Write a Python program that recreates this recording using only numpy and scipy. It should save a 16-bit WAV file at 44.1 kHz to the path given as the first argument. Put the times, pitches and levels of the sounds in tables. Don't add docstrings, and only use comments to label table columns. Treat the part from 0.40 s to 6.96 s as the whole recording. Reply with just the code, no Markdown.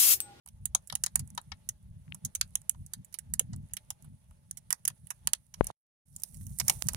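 import sys
import numpy as np
from scipy import signal
from scipy.io import wavfile

SR = 44100
rng = np.random.default_rng(int(sys.argv[2]) if len(sys.argv) > 2 else 0)


def wrap_up_sound(samples):
    columns = np.atleast_2d(samples).T
    tamed = np.clip(columns, -1, 1)
    steps = np.round(tamed * 32767).astype(np.int16)
    wavfile.write(sys.argv[1], SR, steps)


N = 289296
LEAD_SAMPLES, BURST_SAMPLES = 60, 900


def from_db(db):
    return 10 ** (np.asarray(db) / 20)


def rms_one(x):
    return x / np.sqrt(np.mean(x ** 2) + 1e-20)


def in_time(rows):
    s, *columns = np.transpose(rows)
    return [np.interp(np.arange(N) / SR, s, c) for c in columns]


def band(x, low_hz, high_hz, order=2):
    sos = signal.butter(order, [low_hz, min(high_hz, .45 * SR)], "band", fs=SR, output="sos")
    return signal.sosfilt(sos, x + 1e-18)


def low_pass(x, hz, order):
    return signal.sosfilt(signal.butter(order, hz, fs=SR, output="sos"), x)


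def high_pass(x, hz, order):
    return signal.sosfilt(signal.butter(order, hz, "high", fs=SR, output="sos"), x)


def drift(corner_hz):
    r = np.exp(-80 * np.pi * corner_hz / SR)
    noise = rng.standard_normal(N // 40 + 2002)
    slow = signal.lfilter([1], [1, -2 * r, r * r], noise)[2000:]
    return np.interp(np.arange(N) / 40, np.arange(len(slow)), rms_one(slow))


def resonate(x, modes):
    for hz, width_hz, lift_db in modes:
        r = np.exp(-np.pi * width_hz / SR)
        poles = [1, -2 * r * np.cos(2 * np.pi * hz / SR), r * r]
        peak = signal.lfilter([(1 - r * r) / 2, 0, (r * r - 1) / 2], poles, x)
        x = x + (from_db(lift_db) - 1) * peak
    return x


def turbulence(spectrum, alike, patchy_db, flicker_hz):
    hz, level_db = np.transpose(spectrum)
    edges = np.geomspace(hz[0], hz[-1], 1 + round(3 * np.log2(hz[-1] / hz[0])))
    white = rng.standard_normal((2, 2, N))
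    together, out = drift(flicker_hz), 0
    for k, (low_hz, high_hz) in enumerate(zip(edges, edges[1:])):
        mid, side = band(white[k % 2], low_hz, high_hz)
        band_db = np.interp(np.log(low_hz * high_hz) / 2, np.log(hz), level_db)
        gain = from_db(band_db + patchy_db * (together + drift(flicker_hz)))
        out = out + gain * (np.sqrt(1 + alike) * mid + np.sqrt(1 - alike) * side * [[1], [-1]])
    return rms_one(out)


def splinters(t60_s, chance):
    clicks_per_s, sharp_t60_s = 1500, .013
    t = (np.arange(chance.shape[1]) - LEAD_SAMPLES) / SR
    shape_db = np.where(t < 0, -12 + 5000 * t, -60 * t / np.clip(t60_s, .002, .045))
    clicks = (chance[0] < clicks_per_s / SR) * np.sign(chance[1] - .5) * chance[2]
    burst = clicks * from_db(shape_db)
    burst[LEAD_SAMPLES] = np.clip(sharp_t60_s / t60_s, .3, 1)
    return burst


def pit_tail(x):
    # centre in Hz, t60 in s, relative level in dB.
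    tail_rows = [(556, 0.05, -25), (1300, 0.034, -6.5), (3000, 0.016, -2), (6500, 0.017, -10),
                 (11100, 0.019, -10)]
    far_delay_s, far_t60_ratio, far_db = .014, 3.4, -28
    t, answer = np.arange(SR // 4) / SR, 0
    for hz, t60_s, level_db in tail_rows:
        noise = rms_one(band(rng.standard_normal((2, len(t))), hz / 1.725, hz * 1.532))
        near = from_db(-60 * t / t60_s)
        far = from_db(far_db - 60 * (t - far_delay_s) / (far_t60_ratio * t60_s))
        answer = answer + from_db(level_db - 18.5) * (near + (t > far_delay_s) * far) * noise
    return signal.fftconvolve(x, answer, axes=1)[:, :N]


def pops():
    # main crack in s, relative crack, snap and thud levels in dB,
    # left minus right in dB (before offsets), snap pitch in Hz, splinter t60 in s.
    pop_rows = [(0.0613, -37, -50.5, -54.5, -9, 1540, .011), (0.075, -38, -45.5, -56, -10, 3460, 0.019),
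                (.0866, -34, -47.5, -61, -9, 3700, 0.02), (0.2556, -11, -36.5, -50, -7.5, 5350, 0.018),
                (0.3488, -8.5, -21.5, -27.5, -2.5, 3700, 0.021), (.4739, -27, -51, -79, -26, 4970, 0.024),
                (0.4995, -31.5, -33.5, -51.5, 2, 3400, 0.012),
                (0.5252, -24, -23.5, -24.5, -11.5, 1290, .017),
                (0.5532, -12.5, -25.5, -41, -5, 4200, 0.016), (.6373, -10, -23, -42, -1, 3700, 0.018),
                (0.6628, -14.5, -25, -36.5, -2.5, 4820, 0.015), (0.757, -5.5, -20.5, -31, -7, 5460, 0.015),
                (0.7935, -22.5, -33.5, -44, -5, 4450, .038), (0.8754, -39, -65, -64, -22, 4970, 0.02),
                (.9032, -40, -54, -69, -10, 5160, 0.012), (.9506, -34, -62, -57, -21.5, 1190, .017),
                (0.9771, -19, -23.5, -22, -4.5, 3700, 0.019), (1.0152, -43, -69, -71, -21, 1200, 0.014),
                (1.1179, -41, -37.5, -38.5, 8, 1670, 0.023), (1.2898, -15, -30.5, -54, -7.5, 5240, 0.019),
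                (1.7461, -26, -40.5, -41, -18, 4940, .018), (1.8495, -17, -35, -49, -5.5, 4100, .037),
                (1.9509, -13, -31.5, -51.5, -4.5, 4600, .034), (2.0122, -8, -14.5, -44, -7, 4380, 0.014),
                (2.1545, -13, -27.5, -43.5, -4.5, 3700, 0.013),
                (2.217, -40.5, -58.5, -57, -15, 3040, 0.0086), (2.2953, -8, -30.5, -50, -12, 3150, 0.0062),
                (2.3464, -61, -54.5, -49.5, -14, 1590, 0.017),
                (2.4635, -35.5, -68.5, -70.5, -13, 1410, 0.018), (2.5353, -20, -28, -48, -10.5, 4420, .029),
                (2.647, -34.5, -57, -87, -22, 3600, 0.031), (2.7264, -36, -45, -72.5, -13.5, 4500, .039),
                (2.742, -18.5, -26.5, -43, -16.5, 4180, .031), (2.7877, -18, -30.5, -74, -29, 4550, 0.023),
                (2.9377, -12.5, -28.5, -44.5, -11, 4500, 0.019),
                (2.9949, -7.5, -21, -35.5, -6, 3060, 0.015), (3.132, -72, -37.5, -44, -12.5, 1536, 0.036),
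                (3.1623, -38.5, -70, -62, -17.5, 1200, 0.012), (3.2961, -58, -58, -77.5, -10, 2645, .021),
                (3.308, -59.5, -61.5, -69.5, 6, 2280, 0.046), (3.3357, -17.5, -35, -59, -9.5, 4800, 0.022),
                (3.3685, -19, -27.5, -48.5, -8, 4440, 0.021), (3.5042, -16.5, -29.5, -37, -4, 3150, 0.024),
                (3.6242, -43.5, -55.5, -82, -12.5, 5080, .017), (3.645, -42, -53, -47.5, -27, 1490, 0.031),
                (3.91, -51, -56, -55.5, -6.5, 1613, 0.012), (4.1111, -22, -41.5, -69, -9, 5500, 0.0053),
                (4.172, -25.5, -37.5, -53.5, -17.5, 5840, 0.12),
                (4.3054, -11, -20.5, -38.5, -13.5, 1530, 0.027),
                (4.3273, -9.5, -19, -31.5, -15, 5100, 0.014), (4.4526, -13, -31.5, -50.5, -8, 4840, .016),
                (4.4776, -7, -19, -36, -10, 4950, 0.023), (4.5005, -35.5, -41, -48.5, -4, 1700, 0.022),
                (4.6706, -34.5, -52, -60, -27.5, 3000, 0.021),
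                (4.704, -17.5, -24.5, -34.5, -9, 1550, 0.035),
                (4.8729, -7.5, -17, -29.5, -9.5, 4500, 0.0038),
                (4.9337, -7, -16, -33.5, -9.5, 4600, 0.0079), (5.1404, -28.5, -32, -47.5, -10, 5520, 0.026),
                (5.244, -26, -41, -61.5, -16, 4580, 0.017), (5.269, -21.5, -38, -48.5, -5, 4710, 0.017),
                (5.763, -26, -72, -81, -6.5, 5270, 0.017), (5.799, -38, -80, -82, -2, 3630, 0.024),
                (5.8204, -29, -57, -83, -13, 5470, .012), (5.835, -13, -57, -47.5, -8, 5160, 0.015),
                (5.9434, -33, -47, -79, -15, 4760, 0.059), (5.97, -40, -58, -74, -10, 4970, .013),
                (6.011, -33.5, -46, -67, -17, 1220, 0.037), (6.0668, -27.5, -50, -55, -25, 1190, 0.03),
                (6.158, -46, -62, -74, -15, 1200, .015), (6.1871, -18.5, -35.5, -79, -17, 4300, 0.024),
                (6.199, -5.5, -11.5, -20, -9.5, 1110, 0.032), (6.2816, -4, -15, -25, -5, 4860, 0.021),
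                (6.2972, -0.5, -10, -17, -4.5, 1060, 0.021), (6.4702, -28.5, -40, -44, -21, 4280, 0.016),
                (6.486, -5.5, -14, -19.5, -10.5, 5800, 0.021), (6.5341, -22.5, -39, -34, -15, 1300, 0.0072)]
    crack_left_db = 12
    crack, snap, thud = np.zeros((3, 2, N + BURST_SAMPLES))
    chances = rng.random((len(pop_rows), 3, 3, BURST_SAMPLES))
    for row, chance in zip(pop_rows, chances):
        s, crack_db, snap_db, thud_db, pan_db, snap_hz, t60_s = row
        start = round(s * SR) - LEAD_SAMPLES
        at = slice(start, start + BURST_SAMPLES)
        twig = chance[0, 0]
        shared, left, right = [splinters(t60_s, c) for c in chance]
        burst = np.array([.5 * shared + 1.72 * left, .5 * shared + .78 * right])
        burst[0] = np.roll(burst[0], int(7 * twig[0]) - 3)
        burst = resonate(burst, [(1500 * 8 ** c, 500 * 3 ** c, -12) for c in twig[2:6]])

        top_hz = np.clip(11497 + 450 * (crack_db - snap_db), 8500, 19000)
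        bright = low_pass(burst, top_hz, order=4)
        woody = resonate(burst, [(snap_hz, 900, 6)])
        dull = resonate(burst, [(550 * 1.9 ** twig[1], 250, 5)])
        crack[:, at] += from_db([[crack_db + pan_db + crack_left_db], [crack_db]]) * bright
        snap[:, at] += from_db([[snap_db + pan_db], [snap_db]]) * woody
        thud[:, at] += from_db([[thud_db + pan_db / 2], [thud_db]]) * dull
    direct = from_db(-2) * band(crack, 7200, 20000)
    direct = direct + from_db(10.5) * band(snap, 1500, 6000, order=3)
    direct = direct + from_db(16) * band(thud, 590, 1600)
    direct = direct[:, :N]
    return direct + pit_tail(direct)


def flame():
    # frequency in Hz, relative density in dB per Hz.
    rumble_spectrum = [(12, -15.5), (20, -18), (59, -2), (147, -4.5), (172, -6.5), (201, -14), (235, -13),
                       (264, -25), (312, -12.5), (450, -41.5), (580, -63), (990, -120)]
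    # time of the height in s, relative deep and flutter levels in dB, length in s.
    puff_rows = [(0.183, -58.5, -65, 0.22), (0.286, -53, -59, 0.23), (0.541, -56, -49, 0.066),
                 (0.646, -54.5, -59.5, 0.1), (0.807, -40, -43.5, .13), (0.952, -60.5, -51.5, 0.1),
                 (1.121, -52, -58, .14), (1.303, -58.5, -59, 0.16), (1.53, -45.5, -57.5, 0.25),
                 (1.72, -64, -50, 0.13), (1.86, -50, -39, 0.059), (2.016, -53, -67, 0.15),
                 (2.14, -57, -65, 0.2), (2.409, -46.5, -54.5, 0.17), (2.59, -51.5, -47.5, 0.078),
                 (2.928, -45.5, -48, 0.16), (3.132, -43, -41, 0.23), (3.23, -48, -56, 0.088),
                 (3.33, -53, -64, 0.085), (3.5, -62, -65, 0.17), (3.7, -54, -52, 0.16),
                 (3.918, -54.5, -68.5, 0.15), (4.123, -67, -64.5, 0.28), (4.298, -68, -55.5, 0.065),
                 (4.491, -64.5, -56, 0.11), (4.632, -57, -57.5, 0.068), (4.865, -55.5, -58.5, 0.12),
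                 (5.001, -63, -74, 0.052), (5.24, -47.5, -53.5, 0.16), (5.764, -54, -57, 0.15),
                 (6.03, -41, -43.5, 0.26), (6.12, -45.5, -53.5, 0.092), (6.262, -42.5, -40.5, 0.15),
                 (6.374, -38, -45.5, 0.065), (6.461, -36, -34.5, 0.05), (6.55, -36, -40.5, 0.12)]
    lull_deep_db, lull_flutter_db = -68.5, -69.5
    puff_fall_db = 15.5
    top_hz, split_hz = 239, 110
    t = np.arange(0, N + 40, 40) / SR
    s, deep_db, flutter_db, length_s = np.transpose(puff_rows)[:, :, None]
    swell_db = -puff_fall_db * (2 * (t - s) / length_s) ** 2

    def puff_gain(height_db, lull_db):
        gain = from_db(lull_db) + from_db(height_db + swell_db).sum(axis=0)
        return np.interp(np.arange(N) / SR, t, gain)

    air = turbulence(rumble_spectrum, alike=.99, patchy_db=1.5, flicker_hz=20)
    air = low_pass(air, top_hz, order=4)
    deep = rms_one(low_pass(air, split_hz, order=3))
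    flutter = rms_one(high_pass(air, split_hz, order=3))
    deep = from_db(-1.5) * puff_gain(deep_db, lull_deep_db) * deep
    return deep + from_db(1) * puff_gain(flutter_db, lull_flutter_db) * flutter


def small_crackle(hiss_db):
    per_s = 2500 * from_db(.8 * (hiss_db + 50) + 4 * drift(8))
    born = rng.random(N) < per_s / SR
    loudness_db = 4.5 * np.minimum(rng.exponential(1, N), 4)
    ticks = born * rng.choice([-1, 1], N) * from_db(loudness_db)
    ticks = ticks * from_db(4 * rng.standard_normal((2, N)))
    pitches_hz, dealt = np.geomspace(6500, 13500, 8), rng.integers(0, 8, N)
    pitched = sum(band(ticks * (dealt == k), hz / 1.3, hz * 2.8) for k, hz in enumerate(pitches_hz))
    direct = from_db(hiss_db - 8) * pitched
    return direct + pit_tail(direct)


def ember_hiss(hiss_db):
    # frequency in Hz, relative density in dB per Hz.
    hiss_spectrum = [(3000, -13.5), (5000, -2.5), (7800, -9), (9000, -4), (10000, 3), (11500, 1),
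                     (13000, -0.5), (17000, -11)]
    port_lift_db = 20
    noise = turbulence(hiss_spectrum, alike=.1, patchy_db=1.8, flicker_hz=12)
    return from_db(hiss_db - port_lift_db) * noise


def ember_murmur(murmur_db):
    # frequency in Hz, relative density in dB per Hz.
    murmur_spectrum = [(300, -4.5), (500, -10), (1000, -12), (2000, -14), (4000, -21.5), (7000, -32)]
    # mode in Hz, width in Hz, lift in dB.
    pit_modes = [(596, 60, 12), (860, 33, 11.5), (1300, 180, 0.5)]
    noise = turbulence(murmur_spectrum, alike=.2, patchy_db=1.6, flicker_hz=12)
    return from_db(murmur_db + 1) * rms_one(resonate(noise, pit_modes))


def knock():
    s, left_db, right_db, rise_s = 5.2094, -.5, -26, 3 * .00014
    t = np.arange(SR // 5) / SR
    push = (t / rise_s) ** 3 * np.exp(3 - 3 * t / rise_s)
    push = push + .17 * np.roll(push, 88)
    push = high_pass(push, 75, order=1)
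    wobble = from_db(-25 - 60 * t / .2) * np.sin(2 * np.pi * 38 * t)
    out = np.zeros((2, N + len(t)))
    out[:, round(s * SR):][:, :len(t)] += from_db([[left_db], [right_db]]) * (push - wobble)
    return out[:, :N]


def dry_ticks():
    # start in s, side (0 left, 1 right), relative level in dB, ring in Hz, t60 in s, sign.
    tick_rows = [(1.68, 0, -34.5, 1940, 0.0021, 1), (1.723, 0, -10, 2690, 0.0026, 1),
                 (3.0078, 1, -25, 493, 0.019, -1), (5.302, 1, -12, 830, 0.0052, 1),
                 (6.013, 1, -30, 3000, 0.00055, 1), (6.2136, 1, -3, 2160, 0.00086, -1),
                 (6.4232, 1, 15, 7300, 0.00027, 1), (6.547, 1, 8.5, 6500, 0.00021, 1)]
    t = np.arange(SR // 5) / SR
    out = np.zeros((2, N + len(t)))
    for s, side, level_db, hz, t60_s, sign in tick_rows:
        rise = np.sin(np.pi / 2 * np.minimum(4 * t / t60_s, 1)) ** 2
        swell = rise * from_db(level_db - 60 * t / t60_s)
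        out[int(side > .5), round(s * SR):][:len(t)] += np.sign(sign) * swell * np.sin(2 * np.pi * hz * t)
    return out[:, :N]


def microphones(x):
    # Hz, width in Hz, lift in dB.
    left_port = [
        [(3700, 2000, 7.5), (6420, 506, 17.5), (11000, 1100, -1)],
        [(4500, 730, 1), (7050, 1800, 17.5), (10970, 3800, 7)],
    ]
    right_port = [
        [(7930, 5000, 6.5), (10130, 2300, 11), (8700, 5100, 8.5)],
        [(5870, 870, 7.5), (9240, 1560, 25), (14160, 5500, 5)],
    ]
    shade_hz, shade_db, lag_samples = 8500, -10.5, 46
    moved = round(5.5 * SR)
    dull = low_pass(x[0], shade_hz, order=3)
    shaded = dull + from_db(shade_db) * (x[0] - dull)
    left = np.concatenate([np.zeros(lag_samples), shaded[:-lag_samples]])
    heard = []
    for side, (before, after) in ((left, left_port), (x[1], right_port)):
        heard.append(np.concatenate([resonate(side[:moved], before), resonate(side[moved:], after)]))
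    return np.array(heard)


def scene():
    # time in s, relative murmur level in dB, relative hiss level in dB.
    ember_levels = [(.07, -82.5, -77.5), (.5, -77.5, -68), (.9, -76, -69), (1.5, -80, -75.5),
                    (1.9, -74, -68), (2.3, -79, -68), (2.9, -78.5, -74.5), (3.4, -76.5, -70.5),
                    (3.8, -79.5, -74.5), (4.7, -80, -69.5), (4.9, -77, -68), (5.1, -85, -73.5),
                    (5.3, -58, -62), (5.665, -86, -68.5), (5.8, -70, -55), (5.95, -72.5, -59),
                    (6.2, -74, -53.5), (6.3, -52.5, -48), (6.4, -64.5, -53), (6.55, -58, -53.5)]
    murmur_db, hiss_db = in_time(ember_levels)
    embers = small_crackle(hiss_db) + ember_hiss(hiss_db) + ember_murmur(murmur_db)
    return microphones(pops() + flame() + embers) + knock() + dry_ticks()


def record(dry):
    # time in s, linear gain.
    gain_curve = [(0, 0), (.057, 0.045), (.06, 0.97), (5.311, 1), (5.316, 0.02), (5.338, 0.0065),
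                  (5.654, 0), (5.66, 0.61), (7, 0.66)]
    noise_db, clip_level, cutoff_hz = -86, .84, 17100
    noisy = dry + from_db(noise_db) * rng.standard_normal(dry.shape)
    heard = np.clip(noisy * in_time(gain_curve)[0], -clip_level, clip_level)
    return signal.sosfilt(signal.cheby2(16, 80, cutoff_hz, fs=SR, output="sos"), heard)


dry = scene()
out = record(dry)
wrap_up_sound(out)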